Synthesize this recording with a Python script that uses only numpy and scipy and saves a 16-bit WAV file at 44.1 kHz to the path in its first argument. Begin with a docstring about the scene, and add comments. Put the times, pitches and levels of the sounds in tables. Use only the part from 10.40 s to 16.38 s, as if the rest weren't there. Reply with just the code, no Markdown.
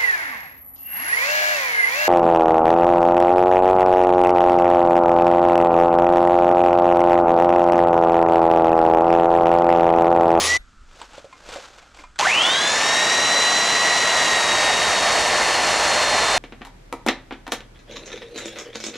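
"""Angle grinder and belt sander in a workshop.

Heard from a head-worn camera. A grinder disc rasps, leaves the steel and stops abruptly. Hands knock
on a belt sander and sleeves rustle. Its switch sparks and the mains motor winds up with fan, slot
and gear whine. The belt is pressed on a steel part: the motor sags and the grit rasps."""
import sys
import numpy as np
from scipy import signal
from scipy.fft import rfft, irfft
from scipy.io import wavfile
from scipy.ndimage import uniform_filter1d, minimum_filter1d

SR = 44100
rng = np.random.default_rng(int(sys.argv[2]) if len(sys.argv) > 2 else 0)


def pcm_store(signal):
    """Save signal as 16-bit PCM."""
    levels = np.round(np.clip(np.atleast_2d(signal), -1, 1) * 32767)
    wavfile.write(sys.argv[1], SR, levels.astype(np.int16).T)


N = 263718
T = np.arange(N) / SR
HZ = np.fft.rfftfreq(N, 1 / SR) + 1e-3
GRINDER_END_S, SWITCH_S, MAINS_HZ = 0.174, 1.789, 60


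def undb(db):
    """Decibels to gain."""
    return 10 ** (np.asarray(db) / 20)


def unit(x):
    """Scale to rms 1."""
    return x / np.sqrt(np.mean(x ** 2))


def curves(table):
    """Each column after t/s, interpolated per sample."""
    s, *columns = np.transpose(table)
    return [np.interp(T, s, c) for c in columns]


def noise():
    """White noise."""
    return rng.standard_normal(N)


def shape(x, gain):
    """Filter by a gain per frequency."""
    return irfft(rfft(x) * gain, N)


def band(gain):
    """Filtered noise, rms 1."""
    return unit(shape(noise(), gain))


def colour(points):
    """Gain through (f/Hz, level/dB) points, rolled off below the first."""
    hz, db = np.transpose(points)
    return undb(np.interp(np.log(HZ), np.log(hz), db)) * np.minimum(HZ / hz[0], 1) ** 2


def resonance(hz, width_hz):
    """One damped mode, gain 1 at centre."""
    return 1 / (1 + 1j * (HZ / hz - hz / HZ) * hz / width_hz)


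def body(modes):
    """Direct path plus damped modes."""
    return 1 + sum(undb(db) * resonance(hz, width_hz) for hz, width_hz, db in modes)


def below(hz):
    """Steep low-pass gain."""
    return 1 / (1 + (HZ / hz) ** 6)


def walk(rate_hz):
    """Smooth random drift, rms 1."""
    return band(below(rate_hz))


def grit(gain, spread_db):
    """Dense filtered scratches of unequal size, capped at the largest grain; rms 1."""
    size = np.minimum(rng.exponential(size=N), 4)
    scratches = noise() * undb(spread_db * np.repeat(size, repeats=4)[:N])
    return unit(shape(scratches, gain))


def tone(turns):
    """Sine, rms 1, random start phase."""
    return np.sqrt(2) * np.sin(2 * np.pi * (turns + rng.random()))


def ramp(s, length_s):
    """Linear rise from 0 at s to 1."""
    return np.clip((T - s) / length_s, 0, 1)


def decay(s, t60):
    """Envelope of a blow at s."""
    return ramp(s, 0.0004) * np.exp(-np.log(1000) * np.maximum(T - s, 0) / t60)


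def ring(s, hz, t60):
    """One struck mode."""
    return decay(s, t60) * np.sin(2 * np.pi * hz * (T - s))


def swell(s, fade_s):
    """Peak of 1 at s, 20 dB down at fade_s either side."""
    return 10 ** (-np.abs(T - s) / fade_s)


def swells(table):
    """Envelope of a series of movements."""
    return sum(undb(db) * swell(s, fade_s) for s, db, fade_s in table)


# grinder run: t/s, whine f/Hz, whine level/dB, rasp level/dB, ring level/dB
GRINDER_RUN = [(0, 1880, -46, -19.5, -32), (.07, 1900, -33, -20, -30.5), (.105, 1940, -18.5, -22, -56),
               (.15, 1985, -17.5, -25.5, -59), (.175, 2000, -19.5, -26, -58)]
# disc rasp spectrum: f/Hz, level/dB
DISC_SPECTRUM = [(29, -32), (50, -14), (98, -10), (177, -11.5), (389, 2), (964, -1), (1110, 4), (1630, -8),
                 (1880, 0.5), (6660, 0), (10000, -15), (15000, -38)]


def grinder():
    """The disc rasps and rings on steel, then lifts off; its gears whine freely."""
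    hz, whine_db, rasp_db, ring_db = curves(GRINDER_RUN)
    turns = np.cumsum(hz) / SR
    whine = undb(whine_db) * tone(turns)
    fan = undb(-32.5) * tone(2.9 * turns + .25 * walk(120)) * ramp(.07, .02)
    rasp = undb(rasp_db) * grit(colour(DISC_SPECTRUM), spread_db=3.5)
    steel = resonance(9950, 400) ** 2 + undb(-16) * resonance(14100, 500) ** 2
    ringing = undb(ring_db) * band(steel)
    hum = undb(-39.5) * tone(81 * T)
    return (whine + fan + rasp + ringing + hum) * (1 - ramp(GRINDER_END_S - .008, 0.012))


# background spectrum: f/Hz, level/dB
SHOP_SPECTRUM = [(40, -2), (130, -10), (250, -10), (450, -20), (950, -21.5), (1330, -5.5), (1900, -20),
                 (7600, -25.5), (12000, -49), (15000, -72)]


def shop():
    """Steady workshop noise."""
    return undb(-56.5) * band(colour(SHOP_SPECTRUM))


# head movements: t/s, level/dB, 20 dB fade/s
HEAD_SWAYS = [(.21, -44, 0.05), (.4, -45, 0.3), (.74, -51, .15), (1.09, -43, 0.1), (1.64, -49, 0.5)]


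def sway():
    """The camera rumbles as it sways with the head."""
    return band(resonance(25, 37) * below(73)) * swells(HEAD_SWAYS)


# sleeve strokes: t/s, level/dB, 20 dB fade/s
SLEEVE_STROKES = [(.56, -52.5, .15), (.635, -49, 0.13), (.77, -48, 0.17), (1.14, -37.5, 0.18),
                  (1.24, -52, 0.2), (1.39, -52, 0.17), (1.6, -46, 0.1)]
# cloth spectrum: f/Hz, level/dB
CLOTH_SPECTRUM = [(59, -58), (110, -22), (434, -10), (556, -6), (1300, -9.5), (1530, -7), (1730, -12.5),
                  (2790, -12.5), (6930, -18.5), (14000, -46)]


def sleeves():
    """Sleeves and hands slide over the sander."""
    friction = grit(colour(CLOTH_SPECTRUM), spread_db=3.5)
    return friction * swells(SLEEVE_STROKES) * undb(2.0 * walk(66))


# knocks, trigger last: t/s, level/dB, f/Hz, relative click level/dB, relative shell level/dB
HAND_KNOCKS = [(.615, -31.5, 937, -0.5, -17), (.733, -40.5, 842, -1, -16), (.780, -35, 559, -2, -20),
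               (.844, -34, 548, -9, -26), (.927, -38.5, 1042, -5, -7.5), (1.088, -36.5, 516, 6, -12),
               (1.124, -34.5, 480, 4.5, -13), (1.159, -25, 562, -6, -18), (1.186, -33, 532, -14, -24),
               (1.426, -42, 773, -4, -15), (1.546, -52, 760, 11.5, -8), (1.588, -46, 1040, -2, 3),
               (1.637, -34.5, 1005, -8, -13), (1.758, -40, 1480, -2, -18.5), (1.783, -42, 1100, 4, -13.5)]
# contact click spectrum: f/Hz, level/dB
CLICK_SPECTRUM = [(88, -46), (150, -10), (477, -4), (910, -3), (1870, -10), (3570, -4), (6680, -17),
                  (7630, -7.5), (14000, -61)]


def knocks(t60=0.1):
    """Hands strike the hollow sander: a main mode amid lesser ones; hard contacts wake the shell."""
    click = band(colour(CLICK_SPECTRUM))
    shell = band(resonance(2125, 70) ** 2 + resonance(2414, 70) ** 2 + undb(-1) * resonance(307, 56) ** 2)
    total = 0
    for s, db, hz, click_db, shell_db in HAND_KNOCKS:
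        cluster = band(resonance(hz, .5 * hz) ** 2) * decay(s, t60)
        contact = undb(click_db - 4) * click * decay(s, 0.057)
        hollow = undb(shell_db) * shell * decay(s, 0.12)
        total += undb(db) * (0.72 * ring(s, hz, t60) + 0.47 * cluster + contact + hollow)
    return total


# contact sparks: t/s, level/dB
SWITCH_SPARKS = [(1.7887, -12), (1.7941, -10.5), (1.801, -16.5), (1.8095, -15)]
# gears taking up slack: t/s, level/dB, f/Hz
GEAR_JOLTS = [(1.7965, -13.5, 827), (1.8114, -14, 930), (1.8271, -10.5, 1008), (1.869, -10.5, 760)]


def switch_on():
    """Contacts spark on the first mains half-waves; torque jolts the gears."""
    crack = band(resonance(3300, 5400) * below(7600))
    sparks = sum(undb(db) * decay(s, 0.017) for s, db in SWITCH_SPARKS) * crack
    jolts = sum(undb(db) * ring(s, hz, 0.064) for s, db, hz in GEAR_JOLTS)
    return sparks + jolts


def effort(speed, press, free_db, slow_db, press_db, snatch_db):
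    """Gain of a moving part: builds above half speed, shifts with load, jumps as the belt snatches."""
    slow = np.minimum(2 * (1 - speed), 1)
    snatch = swell(1.878, .07)
    return undb(free_db + slow_db * slow + press_db * press + snatch_db * snatch)


# belt spectra, free and on steel: f/Hz, level/dB
FREE_SPECTRUM = [(25, -27), (74, -18.5), (364, -10), (660, -3), (1100, -3.5), (1500, -6), (2000, -2),
                 (2400, -5.5), (3500, -7), (5000, -10), (7000, -10.5), (9500, -20.5), (11500, -32.5),
                 (15000, -46)]
GRIND_SPECTRUM = [(25, -20), (66, -14), (116, -19), (329, -12.5), (660, -2), (1050, -4), (1460, -7.5),
                  (1900, -3.5), (3400, -8.5), (4900, -9), (7300, -12.5), (9500, -19), (11500, -32),
                  (15000, -45)]
# housing modes: f/Hz, width/Hz, level/dB
HOUSING_MODES = [(672, 47, -10), (1020, 360, -15.5), (2000, 490, -8), (2820, 370, -5.5), (5860, 250, -7),
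                 (7400, 390, -26)]


def belt(turns, speed, press):
    """Grit runs over platen and steel and rings the housing; roller and brushes add flutter."""
    housing = body(HOUSING_MODES)
    free = grit(colour(FREE_SPECTRUM) * housing, spread_db=1.4)
    grinding = grit(colour(GRIND_SPECTRUM) * housing, spread_db=2.0)
    scrape = np.sqrt(1 - press) * free + np.sqrt(press) * grinding * undb(0.44 * walk(7.2))
    low, high = below(1607), 1 - below(4220)
    rumble = unit(shape(scrape, low)) * undb(0.57 * walk(25.3))
    rumble *= effort(speed, press, free_db=-23.5, slow_db=-3, press_db=2.5, snatch_db=-1)
    rasp = unit(shape(scrape, 1 - low - high)) * undb(0.5 * walk(25))
    rasp *= effort(speed, press, free_db=-26.5, slow_db=-4.5, press_db=1.1, snatch_db=8.5)
    hiss = unit(shape(scrape, high)) * undb(0.5 * walk(25))
    hiss *= effort(speed, press, free_db=-27, slow_db=-7, press_db=0.2, snatch_db=7)
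    roller = 1 + .07 * (1 - press) * tone(turns / 8.3)
    brushes = 1 + 0.054 * tone(2 * MAINS_HZ * T)
    bench_drone = undb(-47) * press * band(resonance(76, 26) ** 2)
    return (rumble + (rasp + hiss * brushes) * roller + bench_drone) * ramp(SWITCH_S, 0.011)


def fan_whine(turns, press, current, inrush, ripple, blades=12):
    """Blade-pass tone: dips at one pitch on the way up, swells briefly near top speed."""
    fan = tone(blades * turns) + undb(-31.5) * tone(2 * blades * turns)
    whistle_db = 5 * swell(3.01, 0.52)
    fan *= undb(-26.3 - 2.5 * press + whistle_db + walk(33))
    fan *= (1 + 0.55 * inrush * walk(100)) * (1 + .6 * current * ripple)
    return shape(fan, 1 - .85 * resonance(3692, 140))


def slot_whine(turns, current, inrush, ripple, slots=14):
    """Armature slots throb with the mains; their tone sweeps through a motor shell mode."""
    throb = 1 + (.95 - inrush) * ripple
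    whine = tone(slots * turns) * throb * current * undb(-22 + 1.2 * walk(30))
    whine *= 1 + 0.56 * inrush * walk(140)
    stator = (1 + undb(0.5) * resonance(3000, 260)) * np.sqrt(below(4550))
    return shape(whine, stator)


# gear partials: multiple of mesh rate, level/dB, change at full pressure/dB
GEAR_PARTIALS = [(1, 0, 1.5), (1.5, -14, 3), (2, -17, 0), (2.5, -23, -3), (3, -11.5, -16), (3.5, -25, 9),
                 (4, -14, -1.5)]
# gear case modes: f/Hz, width/Hz, level/dB
CASE_MODES = [(5550, 400, 6), (6900, 330, 19)]


def gears(turns, speed, press, inrush, mesh_per_turn=5.78):
    """Teeth mesh unevenly and rattle their case; load holds them together and shifts the overtones."""
    mesh = mesh_per_turn * turns + (.026 + .12 * inrush) * walk(60)
    teeth = sum(undb(db + load_db * np.sqrt(press)) * tone(k * mesh) * (1 + .3 * walk(70))
                for k, db, load_db in GEAR_PARTIALS)
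    whine = shape(teeth, body(CASE_MODES) * below(7400) ** 2)
    whine *= effort(speed, press, free_db=-25.5, slow_db=-12, press_db=-6.5, snatch_db=9)
    whine *= undb(3 * swell(3.85, 0.35))  # chatter as the belt first skims the steel
    rattle = band(resonance(5760, 430) ** 2) * speed ** 4 * undb(-35 - 37 * press)
    return whine + rattle


# pressure on the steel: t/s, share of full
BELT_PRESSURE = [(3.5, 0), (3.78, .14), (4.1, .46), (4.6, .65), (5.1, .8), (5.98, 1)]


def sander(free_hz=334, sag_hz=32, spin_s=1.816):
    """One shaft kicks, climbs and sags under load, driving all parts; returns fan and the rest."""
    kick_share, kick_s, climb_s = .366, .041, .281
    idle_current, load_current, full_slip = 0.055, 0.2, 0.32
    press = curves(BELT_PRESSURE)[0]
    age = np.maximum(T - spin_s, 0)
    wind_up = 1 - kick_share * np.exp(-age / kick_s) - (1 - kick_share) * np.exp(-age / climb_s)
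    speed = wind_up - press * sag_hz / free_hz
    turns = np.cumsum(free_hz * speed * (1 + 0.000505 * walk(14.6))) / SR
    current = np.minimum(idle_current + ((1 - speed) / full_slip) ** 1.2 + load_current * press, 1)
    inrush = decay(SWITCH_S, t60=3)
    ripple = np.sin(2 * np.pi * 2 * MAINS_HZ * T)
    shaken = turns + inrush * (.021 * walk(95) + .006 * ripple)  # inrush makes the shaft shudder
    fan = fan_whine(shaken, press, current, inrush, ripple)
    drive = slot_whine(shaken, current, inrush, ripple) + gears(shaken, speed, press, inrush)
    spinning = ramp(1.835, .025)
    return fan * spinning, drive * spinning + belt(turns, speed, press)


def walls(x, t60, wet_db):
    """Short diffuse echo from floor, bench and walls."""
    tail = noise() * decay(0.0033, t60)
    tail /= np.sqrt(np.sum(tail ** 2))
    return shape(x, rfft(tail)) * undb(wet_db)


# microphone port balance: f/Hz, left minus right level/dB
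BALANCE_SPECTRUM = [(60, -1), (600, -0.9), (1900, -0.5), (4000, 0.1), (6500, 2), (8500, 0.5), (10500, 4),
                    (12000, 1.5)]
# side echo filter: f/Hz, level/dB
SIDE_SPECTRUM = [(30, -13), (700, -19), (1900, -18), (2500, -29.5), (3800, -12), (4900, -40), (5600, -38),
                 (7000, -39), (8500, -23), (10500, -2), (13000, -1), (15000, 2)]


def scene():
    """Close, central sources; the two microphone ports differ in echo and colour."""
    fan, machine = sander()
    handling_gate = ramp(GRINDER_END_S, .03) * (1 - ramp(SWITCH_S, .02))
    near = knocks() + (sleeves() + sway()) * handling_gate + switch_on() + machine
    mid = shop() + near + fan + walls(near, t60=0.41, wet_db=-17.5) + grinder()
    side = shape(walls(mid, t60=0.2, wet_db=-3.5), colour(SIDE_SPECTRUM))
    side += shape(fan, -1j * undb(-11))  # the fan vents to the right, so that port leads
    hz, db = np.transpose(BALANCE_SPECTRUM)
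    lean = undb(np.interp(HZ, hz, db) / 2)
    return np.array([shape(mid, lean) + side, shape(mid, 1 / lean) - side])


def record(dry, ceiling=.48, top_hz=15100):
    """Peak limiter, then a steep low-pass."""
    headroom = ceiling / np.maximum(np.abs(dry).max(axis=0), ceiling)
    gain = uniform_filter1d(minimum_filter1d(headroom, size=89), size=89)
    return signal.sosfilt(signal.ellip(10, .2, 80, top_hz, fs=SR, output="sos"), dry * gain)


dry = scene()
out = record(dry)
pcm_store(out)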